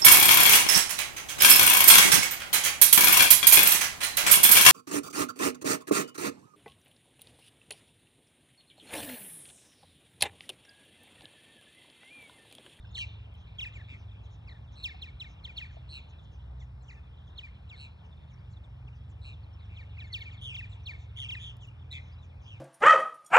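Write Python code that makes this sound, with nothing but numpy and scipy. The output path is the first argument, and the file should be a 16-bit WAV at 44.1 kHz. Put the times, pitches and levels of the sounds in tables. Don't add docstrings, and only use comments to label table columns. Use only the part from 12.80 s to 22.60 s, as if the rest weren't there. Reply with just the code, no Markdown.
import sys
import numpy as np
from scipy import signal
from scipy.fft import rfft, irfft, next_fast_len
from scipy.io import wavfile
from scipy.ndimage import uniform_filter1d, map_coordinates

SR = 44100
rng = np.random.default_rng(int(sys.argv[2]) if len(sys.argv) > 2 else 0)


def nominal_scale(level):
    x = np.asarray(level, float) / 20
    return 10 ** x


def unload_wav(signal):
    wavfile.write(
        sys.argv[1],
        SR,
        np.round(np.clip(np.atleast_2d(signal).T, -1, 1) * 32767).astype(np.int16),
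    )


N = 432176

OVERTONES_DB = [0, -28.5, -36, -44]


def along(points, hz):
    f, v = np.transpose(points)
    return np.interp(np.log(hz + 1), np.log(f + 1), v)


def curves(rows):
    s, *cols = np.transpose(rows)
    return [np.interp(np.arange(N) / SR, s, c) for c in cols]


def wobble(rate, count=None):
    count = count or N
    knots = rng.standard_normal(int(count * rate / SR) + 4)
    return map_coordinates(knots, [np.arange(count) * rate / SR])


def filtered(x, response):
    m = next_fast_len(N + 8192)
    return irfft(rfft(x, m) * response(np.fft.rfftfreq(m, 1 / SR)), m)[..., :N]


def add(track, s, sound):
    part = track[max(round(s * SR), 0):][:len(sound)]
    part += sound[:len(part)]


def progress(length):
    return np.linspace(0, 1, round(length * SR))


def hum():
    # (time [s], compressor [dB], fan [dB], pump [dB], compressor octave [dB])
    machine_levels = [(0.0, -48.5, -54, -48.5, -54.5), (0.95, -49, -50.5, -47.5, -55.5),
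                      (4.26, -45, -50, -64.5, -55), (5.27, -59.5, -50.5, -51.5, -60),
                      (6.39, -44.5, -49, -50, -49.5), (6.82, -49, -47, -44.5, -60),
                      (8.84, -50, -50, -50, -48.5), (9.8, -50, -45, -56, -56.5)]
    # (time [s], pitch [Hz])
    fan_speed = [(0, 77.11), (8.8, 79.19), (9.8, 85.9)]
    # (pitch [Hz], rms level [dB])
    steady_lines = [(54, -59.5), (153, -64), (186, -69.5), (203, -87), (247, -76), (303, -79.5)]
    compressor_hz, pump_hz = 61.45, 102.9
    compressor_db, fan_db, pump_db, octave_db = curves(machine_levels)
    fan_hz = curves(fan_speed)[0]
    lines = [(compressor_hz, compressor_db - 3.5), (fan_hz, fan_db - 0.5),
             (pump_hz, pump_db), (2 * compressor_hz, octave_db + 0.5)]
    total = np.zeros(N)
    for hz, db in lines + steady_lines:
        level = nominal_scale(db + 2 + 2.68 * wobble(4.3))
        drifting_hz = hz * (1 + 0.00813 * wobble(3))
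        total += level * np.sin(2 * np.pi * np.cumsum(drifting_hz) / SR)
    return total


def rush(patchy_db=1.32):
    # (frequency [Hz], level per Hz [dB])
    rush_levels = [(25, -94.5), (45, -77.5), (90, -70), (170, -82), (300, -94), (600, -95.5), (1100, -101),
                   (1800, -106), (3200, -108), (4700, -120), (5400, -115), (6100, -127), (9000, -130),
                   (13000, -134)]
    # (frequency [Hz], likeness [0-1])
    alike = [(90, 0.99), (170, 0.84), (260, 0.6), (500, .75), (1000, 0.1), (1500, 0.65), (2200, 1),
             (4000, 1), (9000, 0.79)]
    z = signal.stft(rng.standard_normal((2, N)), nperseg=512)[2]
    patches = uniform_filter1d(rng.standard_normal(z.shape[1:]), 6, 0)
    patches = uniform_filter1d(patches, 14, 1)
    pair = signal.istft(z * nominal_scale(patchy_db * patches / patches.std()), nperseg=512)[1][:, :N]

    def mid_and_side(hz):
        turn = np.arccos(np.clip(along(alike, hz), -1, 1)) / 2
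        return nominal_scale(along(rush_levels, hz)) * np.sqrt(SR / 2) * [np.cos(turn), np.sin(turn)]

    mid, side = filtered(pair, mid_and_side)
    return np.array([mid + side, mid - side])


def voice(hz, partials_db, effort_db=0, hollow_db=-9):
    # (centre [Hz], width [Hz], lift [dB])
    throat = [(3700, 950, 19.5), (5200, 800, 5), (7400, 1300, 3), (11700, 1000, 8)]
    turn = 2 * np.pi * np.cumsum(hz) / SR + rng.uniform(0, 2 * np.pi)
    sound = np.sin(turn)
    for number, db in enumerate(partials_db[1:], start=2):
        over = number * hz
        lift_db = sum(peak_db * np.exp(-((over - c) / w) ** 2) for c, w, peak_db in throat)
        lift_db += hollow_db * np.exp(-((over - 9700) / 800) ** 2)
        lift_db += effort_db * np.clip((over - 5500) / 9000, 0, 1)
        lift_db += rng.normal(0, 1) + 1.8 * wobble(200, count=len(hz))
        sound = sound + nominal_scale(db + lift_db) * np.sin(number * turn) * (over < 13300)
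    return sound


def whistle(length, start, middle, end, db, rise=1.2, fall=.8):
    u = progress(length)
    hz = start + (end - start) * u + 2 * (2 * middle - start - end) * u * (1 - u)
    swell = u ** rise * (1 - u) ** fall
    tone = voice(hz, OVERTONES_DB, .9 * (db + 29))
    return tone * swell / swell.max() * nominal_scale(db + 2.0 * wobble(150, count=len(u)))


def colony(count=800):
    track = np.zeros(N)
    for when, pitch, size, span in rng.uniform(size=(count, 4)):
        start = 2900 + 1900 * pitch
        note = whistle(.02 + 0.024 * span, start, .8 * start, 0.686 * start, 5 * size - 60)
        add(track, when * N / SR, note)
    return filtered(track, lambda hz: nominal_scale(-4 * (hz / 5200) ** 4))


def slurs():
    # (time [s], length [s], start
    # pitch [Hz], end pitch [Hz], peak level [dB])
    sliding_notes = [(0.125, 0.02, 3830, 3550, -59), (0.989, 0.036, 2310, 1550, -55.5),
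                     (2.754, 0.029, 3200, 2140, -51), (0.201, 0.039, 2490, 2240, -39.5),
                     (4.107, .03, 3000, 1696, -55), (6.073, 0.017, 3500, 2110, -53),
                     (7.161, .018, 2670, 1900, -53.5), (7.211, 0.019, 1950, 1690, -57.5),
                     (7.918, 0.025, 4320, 3070, -54.5), (8.377, .015, 2500, 1850, -50.5),
                     (8.416, 0.023, 2290, 1800, -57), (8.443, .02, 2540, 2210, -48.5),
                     (8.802, 0.058, 3700, 2400, -53.5), (9.105, 0.046, 2050, 1900, -58),
                     (6.527, 0.018, 4020, 3320, -56), (5.324, .014, 3750, 3330, -62),
                     (6.725, 0.029, 5490, 5330, -72), (8.034, 0.014, 6200, 5400, -67),
                     (8.872, .025, 2980, 2750, -52),
                     (4.137, .028, 3000, 2150, -59), (4.163, .034, 2750, 2500, -60),
               (4.145, .05, 1820, 1740, -65.5), (3.8, .018, 3800, 3300, -64.5),
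               (4.022, .016, 8100, 6500, -74), (4.03, .024, 6600, 5400, -72), (.932, .018, 7900, 5400, -71),
               (.948, .028, 7900, 6400, -67), (4.893, .012, 8100, 6500, -70), (4.55, .035, 4100, 2500, -61),
               (3.795, .016, 6700, 5300, -69), (1.692, 0.018, 3800, 2100, -56),
               (1.83, .035, 3500, 2500, -66), (1.955, .03, 3800, 2300, -60), (5.49, .03, 3800, 2800, -69)]
    scraps = [(.018, .016, 3900, 3200, -63), (.065, .035, 5100, 5200, -67), (.11, .016, 6800, 6600, -68),
              (.4, .015, 4000, 3500, -64), (.61, .018, 4150, 3500, -63), (.655, .016, 3900, 3300, -66),
              (.672, .03, 4500, 3300, -65), (4.4, .022, 3700, 2700, -66), (4.005, .022, 4250, 4050, -67),
              (4.228, .018, 3800, 3400, -66), (5.58, .022, 4300, 5100, -72), (5.6, .014, 3950, 3400, -69),
              (6.79, .022, 3900, 4700, -69), (6.848, .02, 5900, 5300, -69), (6.966, .018, 7700, 5500, -70),
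              (6.99, .04, 5200, 3400, -64), (7.268, .025, 7100, 6400, -68), (7.433, .014, 7300, 6200, -66),
              (7.415, .022, 7400, 5200, -68), (7.522, .028, 7600, 6500, -69),
              (7.518, .014, 6100, 5200, -68), (7.53, .02, 4900, 4300, -64), (7.893, .02, 7900, 7000, -69),
              (8.424, .016, 4400, 3900, -57), (.044, .008, 1750, 1450, -56), (2.7, .008, 1600, 1350, -58),
              (7.321, .008, 6200, 5800, -62), (.93, .012, 2150, 2000, -58), (.856, .022, 8400, 7400, -67),
              (8.56, .025, 8300, 7200, -69), (.824, .022, 8800, 7600, -63), (8.52, .025, 9200, 7600, -65),
              (7.78, .028, 9200, 7400, -68), (9.415, .026, 3950, 3300, -59)]
    # (time [s], length [s], start pitch [Hz], peak level [dB])
    far_notes = [(0.004, 0.0098, 3900, -61), (1.222, .02, 3280, -63), (1.31, 0.017, 3940, -60),
                 (1.815, 0.03, 3900, -75), (2.572, .04, 4060, -64), (2.884, .03, 2170, -63),
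                 (3.225, .021, 3280, -64), (3.378, 0.03, 4120, -60.5), (3.801, 0.039, 3860, -63),
                 (3.808, 0.024, 2400, -59.5), (4.37, .025, 4140, -64.5), (4.47, .02, 3680, -63),
                 (4.669, 0.023, 2540, -57), (4.757, 0.018, 3900, -66), (5.244, .013, 3100, -61),
                 (5.532, .016, 6200, -68), (5.758, 0.023, 4080, -63), (5.836, 0.02, 3940, -60.5),
                 (6.128, 0.021, 3140, -60), (6.631, .017, 4640, -63), (6.815, 0.043, 4320, -62.5),
                 (5.725, .02, 4700, -64.5), (8.226, 0.037, 4300, -68.5), (9.013, 0.02, 3720, -61.5), ]
    # (time [s], length [s], top pitch [Hz], peak level [dB])
    arches = [
        (9.315, .04, 5000, -64),
        (9.375, .04, 4000, -61),
        (5.64, .04, 3700, -68),
    ]
    far_fall_per_s, scrap_db = 10.5, -4
    track = np.zeros(N)
    notes = sliding_notes
    for s, length, start, db in far_notes:
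        notes.append((s, length, start, start * np.exp(-far_fall_per_s * length), db))
    for *note, db in scraps:
        notes.append((*note, db + scrap_db))
    for s, length, start, end, db in notes:
        add(track, s - .002, whistle(length + .004, start, (start + end) / 2, end, db))
    for s, length, top, db in arches:
        add(track, s, whistle(length, .82 * top, top, .82 * top, db + scrap_db, rise=.7))
    return track


def wheezes():
    # (time [s], length [s], centre [Hz], level [dB])
    hisses = [(.14, .1, 6900, -58), (9.11, .06, 7000, -64), (4.99, .09, 7800, -70), (6.44, .08, 7500, -72),
              (7.36, .08, 11600, -77), (.56, 0.078, 5900, -76), (1.168, 0.081, 5470, -72),
              (1.428, 0.05, 6000, -75), (1.498, 0.075, 6070, -70.5), (1.914, .05, 5800, -69),
              (2.473, 0.077, 5800, -68.5), (2.9, 0.076, 6060, -75), (3.285, 0.039, 6100, -71.5),
              (3.424, 0.04, 6100, -76), (3.508, 0.072, 5660, -72.5), (3.787, 0.072, 6400, -72.5),
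              (4.037, 0.14, 6450, -72.5), (4.46, 0.051, 6000, -77), (5.237, .05, 5870, -76),
              (5.492, 0.059, 6000, -78), (5.698, 0.052, 6500, -74), (5.83, 0.041, 7350, -84),
              (6.143, 0.05, 5430, -74.5), (6.288, 0.043, 6630, -73), (7.883, 0.095, 7000, -74),
              (8.17, .1, 6500, -72), (8.803, 0.07, 6470, -67), (9.18, 0.17, 5900, -75),
              (9.417, 0.059, 6370, -74), (9.604, 0.099, 5580, -68)]
    track = np.zeros(N)
    for s, length, hz, db in hisses:
        u = progress(length)
        glide = hz * (1.05 - .1 * u)
        shake = 1 + 0.15 * np.tanh(wobble(900, count=len(u)))
        add(track, s, nominal_scale(db) * np.sin(np.pi * u) * voice(glide * shake, [0]))
    return track


def chew(brink, top, db, shelf_db, shelf_hz=2034, drop=.021, drop_db=-10, ring_db=0):
    crest_s, attack_s, settle_s, release_s = .0057, .0095, .017, .0031
    t = np.arange(round((brink + drop + crest_s) * SR)) / SR - crest_s
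    linger = .001 + .0007 * max(db + 37, 0) * (ring_db == 0)

    def settle(s):
        return shelf_hz + (top - shelf_hz) * np.exp(-np.clip(s - linger, 0, None) / settle_s)

    last_drop = np.interp(t, [brink, brink + drop], [.89 * settle(brink), 1700])
    hz = np.where(t < brink, settle(t), last_drop)
    knee = min(settle_s + linger, .7 * brink)
    level_db = np.interp(t, [min(attack_s, knee), knee, brink, brink + .004],
                         [0, -1, shelf_db, shelf_db + drop_db])
    level_db += -10 * np.exp(-((t - brink) / .0015) ** 2)
    fade_in = (t + crest_s) / (attack_s + crest_s)
    edges = np.clip(np.minimum(fade_in, (t[-1] - t) / release_s), 0, 1)
    plunge_db = ring_db + 0.7 * (db + 30.5)
    long_shelf_db = .5 * ring_db + 399.5 * (min(brink, .049) + drop - .071) - shelf_db
    reedy_db = np.interp(t, [0.56 * knee, brink, brink + .002], [plunge_db, long_shelf_db, -shelf_db])
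    smooth_hz = uniform_filter1d(hz, size=120, mode="nearest")
    tone = voice(smooth_hz, np.add.outer(OVERTONES_DB, reedy_db), 1.8 * (db + 32))
    return tone * edges * nominal_scale(db + level_db + 2.1 * wobble(150, count=len(t)))


def wit(length, start, end, db):
    flick_s, flick_hz, flick_db = .012, 1736, -16.5
    t = np.arange(round((length + flick_s) * SR)) / SR
    hz = np.interp(t, [0, .35 * length, length, length + 0.0037, t[-1]],
                   [start, end + .45 * (start - end), end, 1.08 * flick_hz, flick_hz])
    level_db = np.interp(t, [0, 0.23 * length, 0.8 * length, length + 0.0032, t[-1] - .003, t[-1]],
                         [-18, 0, -1.5, flick_db, flick_db, -40])
    tone = voice(hz, np.add(OVERTONES_DB, -7), .9 * (db + 27))
    return tone * nominal_scale(db + level_db + 1.8 * wobble(120, count=len(t)))


def chew_calls():
    # (time [s], time to the break [s], top pitch [Hz], peak level [dB], shelf under peak [dB])
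    glides = [(.148, .02, 4300, -36.5, -2), (.931, .046, 4000, -51, 3), (2.033, 0.048, 4296, -31.5, -9.5),
              (2.219, 0.033, 4200, -36.5, -13.5), (2.402, .031, 4000, -35.5, -15),
              (2.643, 0.02, 4250, -36.5, -8.5), (2.77, .027, 4400, -34, -5.5),
              (4.579, .021, 4260, -40.5, -8), (4.896, 0.058, 4000, -47, -7), (6.963, .047, 4100, -49, -1.5),
              (7.202, 0.063, 4100, -46, -9), (7.33, 0.049, 4400, -33, -10.5),
              (7.41, 0.024, 4260, -44, -6.5), (7.509, 0.049, 3900, -53.5, -6),
              (8.062, 0.053, 4340, -36, -5.5)]
    # (time [s], stroke [dB], glide top [Hz], glide [dB], shelf under peak [dB])
    doubles = [
        (.786, -34.5, 3850, -35, 0),
        (7.745, -35, 3700, -37, 1),
        (8.488, -34, 3800, -36, 1),
    ]
    # (time [s], length [s], start pitch [Hz], end pitch [Hz], peak level [dB])
    answers = [(.855, 0.031, 2806, 2305, -39.5), (2.1, 0.03, 2500, 2090, -45),
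               (2.27, 0.031, 2600, 2150, -50.5), (2.449, 0.034, 2650, 2080, -51),
               (2.68, .042, 2910, 2180, -47), (2.811, 0.038, 2950, 2200, -38), (4.63, .04, 2616, 2250, -42),
               (7.03, .015, 2460, 2100, -53), (7.295, .046, 2250, 1955, -54.5),
               (7.403, .03, 2400, 2130, -43), (7.454, .043, 2707, 2230, -43.5),
               (7.823, 0.031, 2780, 2280, -42), (8.132, .03, 2470, 2130, -46),
               (8.559, .037, 2795, 2310, -42), (2.856, .014, 2500, 2300, -49),
               (7.18, 0.032, 3050, 2100, -46.5)]
    track = np.zeros(N)
    for s, *call in glides:
        add(track, s - .0057, chew(*call))
    for s, stroke_db, top, db, shelf_db in doubles:
        add(track, s - .002, whistle(.026, 3500, 2900, 1930, stroke_db, rise=.6))
        glide = chew(.034, top, db, shelf_db, shelf_hz=2330, drop=.014, drop_db=-7.5, ring_db=4)
        add(track, s + .023 - .0057, glide)
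    for s, *note in answers:
        add(track, s - .003, wit(*note))
    return track


def trills(swing_hz=220, depth=.55):
    # (time [s], length [s], top pitch [Hz], end pitch [Hz], level [dB])
    slow = [
        (1.078, .092, 2550, 2183, -48.5),
        (1.072, 0.085, 3640, 3070, -59.5),
        (6.89, .1, 2550, 2210, -59),
        (9.12, 0.087, 2430, 2127, -44),
        (9.649, 0.14, 3146, 2240, -51.5),
    ]
    middling = [(0.148, 0.09, 4144, 3790, -44), (0.166, 0.088, 3054, 2400, -35),
                (1.97, 0.12, 2630, 2500, -58), (3.118, .092, 2800, 2400, -46),
                (4.986, 0.1, 2800, 2416, -50), (6.44, .097, 2700, 2500, -49.5),
                (7.608, .145, 3310, 2350, -40), (8.358, .128, 3260, 2700, -39),
                (9.107, 0.034, 3900, 3500, -42.5), (9.125, 0.063, 3450, 3200, -46)]
    quick = [
        (3.086, 0.11, 4240, 3750, -47.5),
        (6.412, 0.11, 4104, 3810, -56.5),
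        (1.952, .09, 4140, 3770, -54),
        (4.958, .118, 4150, 3900, -52.5),
    ]
    fast = [
        (8.588, 0.14, 3400, 3000, -43.5),
    ]
    track = np.zeros(N)
    flocks = [(slow, 123), (middling, 134), (quick, 144), (fast, 166)]
    for s, length, top, end, db, rate in [(*row, rate) for rows, rate in flocks for row in rows]:
        u = progress(length)
        flutter = 2 * np.pi * np.cumsum(rate * (1 + .05 * wobble(50, count=len(u)))) / SR
        arch = np.interp(u, [0, .27, 1], [.93 * top, top, end])
        arch += 500 * u * (1 - u) * (top - end) / 1000
        swing = swing_hz * np.clip(end / 2900 + 1.03 - u, .2, 1) * np.sin(flutter)
        hz = arch - swing + 50 * wobble(400, count=len(u))
        octave_db = -24 - 8 * (top < 3000) + 5 * (rate > 134)
        third_db = -23 - 11 * (top > 3700) - abs(db + 40)
        fading = np.outer([0, 1, 1], -12 * (u - .4 * (top > 4000)) ** 2)
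        partials_db = fading + np.array([-1, octave_db, third_db])[:, None]
        tone = voice(hz, partials_db, .5 * (db + 26), hollow_db=0)
        swell = np.sin(np.pi * u) ** .6 * nominal_scale(1.5 * wobble(200, count=len(u)))
        pulses = 1 + depth * np.clip(end / 2900 + .6 - u, .3, 1.2) * np.cos(flutter)
        add(track, s, nominal_scale(db) * swell * pulses * tone)
    return track


def breath(calls):
    # (frequency [Hz], level [dB])
    air_colour = [(3500, -56), (4800, 10.5), (7000, 7.5), (8600, -1), (10000, -51), (13000, -18)]
    effort = np.abs(uniform_filter1d(np.abs(calls), size=1300, origin=500)) ** 0.71
    air = filtered(rng.standard_normal(N), lambda hz: nominal_scale(along(air_colour, hz)))
    return nominal_scale(-42) * effort * air / air.std()


def yard(x, early_db=8):
    # (frequency [Hz], time to fall 60 dB [s])
    echo_times = [(1500, 1), (3000, 0.49), (5000, 0.68), (9500, 0.05), (11500, .2)]
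    out, step = np.zeros((2, N + SR)), SR // 4
    for i in range(0, N, step):
        hz, t, z = signal.stft(rng.standard_normal((2, SR // 2)), SR, nperseg=256)
        fade = nominal_scale(-60 * t / along(echo_times, hz)[:, None])
        fade = fade + nominal_scale(early_db - 60 * t / 0.019)
        shared, own = signal.istft(z * fade, SR, nperseg=256)[1]
        tail = np.array([shared + 0.088 * own, shared - 0.25 * own]) / np.linalg.norm(shared)
        echo = signal.fftconvolve(x[None, i:i + step], tail, axes=1)
        out[:, i + 100:i + 100 + echo.shape[1]] += echo
    return out[:, :N]


def taps():
    # (time [s], peak level [dB])
    bills = [
        (.541, -68),
        (0.5537, -70),
        (8.768, -55),
        (8.8727, -63.5),
    ]
    # (time [s], peak level [dB], gourd pitch [Hz])
    knocks = [
        (1.125, -45.5, 261),
        (2.143, -46.5, 746),
        (2.968, -43.5, 667),
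    ]
    track, t = np.zeros(N), np.arange(2000) / SR
    for s, db in bills:
        crack = rng.standard_normal(len(t))
        bright = crack - uniform_filter1d(crack, size=11)
        add(track, s, nominal_scale(db - 60 * t / 0.011) * bright)
    for s, db, hz in knocks:
        ring = np.sin(2 * np.pi * hz * t) * (1 - np.exp(-t / 0.002))
        add(track, s, nominal_scale(db + 2.5 - 60 * t / 0.037) * ring)
    return track


def reedy_slurs():
    # (time [s], length [s], start pitch [Hz], end pitch [Hz], peak level [dB])
    reedy = [
        (4.08, .04, 3350, 1700, -50),
        (1.671, 0.032, 2850, 1830, -51.5),
        (1.703, 0.033, 2250, 1650, -56),
        (1.74, 0.0375, 1960, 1650, -62.5),
    ]
    reed_partials = [0, -21, -37]
    track = np.zeros(N)
    for s, length, start, end, db in reedy:
        u = progress(length)
        tone = voice(end + (start - end) * (1 - u) ** 1.1, reed_partials)
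        add(track, s, nominal_scale(db) * np.sin(np.pi * u) ** .6 * tone)
    return track


def scene():
    # (time [s], level [dB])
    chatter = [(0.0, -67), (.5, -71.5), (1.96, -75), (2.13, -73.5), (3.25, -69.5), (3.79, -82.5),
               (4.88, -72.5), (6.08, -80), (7.64, -67.5), (8.19, -72.5), (8.62, -68), (8.87, -75.5),
               (9.8, -74.5)]
    calls = slurs() + chew_calls() + reedy_slurs() + trills()
    near = calls + breath(calls) + wheezes()
    near = near + nominal_scale(-13.5) * yard(near)
    far = colony()
    far = nominal_scale(-20) * far + yard(far)
    far = nominal_scale(curves(chatter)[0] + 6) * far / far.std()
    return near + far + taps() + hum() + rush()


def low_pass(x):
    return signal.sosfilt(signal.butter(12, 13060, fs=SR, output="sos"), x)


def record(dry):
    # (frequency [Hz], left minus right [dB])
    left_db = [(90, -0.17), (260, -3), (500, 2), (860, 8), (1300, 5.5), (1900, 2), (2900, 0), (12000, -3)]
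    # (frequency [Hz], phase lag of the left [radians])
    left_lag = [(250, 0), (700, -2.3), (1300, -.5), (1900, 1.2), (2250, 2.1), (3000, 3.4), (3800, 5.4),
                (4500, 6), (5500, 5.6), (6400, 5.9), (7200, 5.1), (8300, 6), (10000, 6.7), (13000, 6.5)]
    left = filtered(dry[0], lambda hz: nominal_scale(along(left_db, hz)) * np.exp(-1j * along(left_lag, hz)))
    return low_pass(np.array([left, dry[1]]))


dry = scene()
out = record(dry)
unload_wav(out)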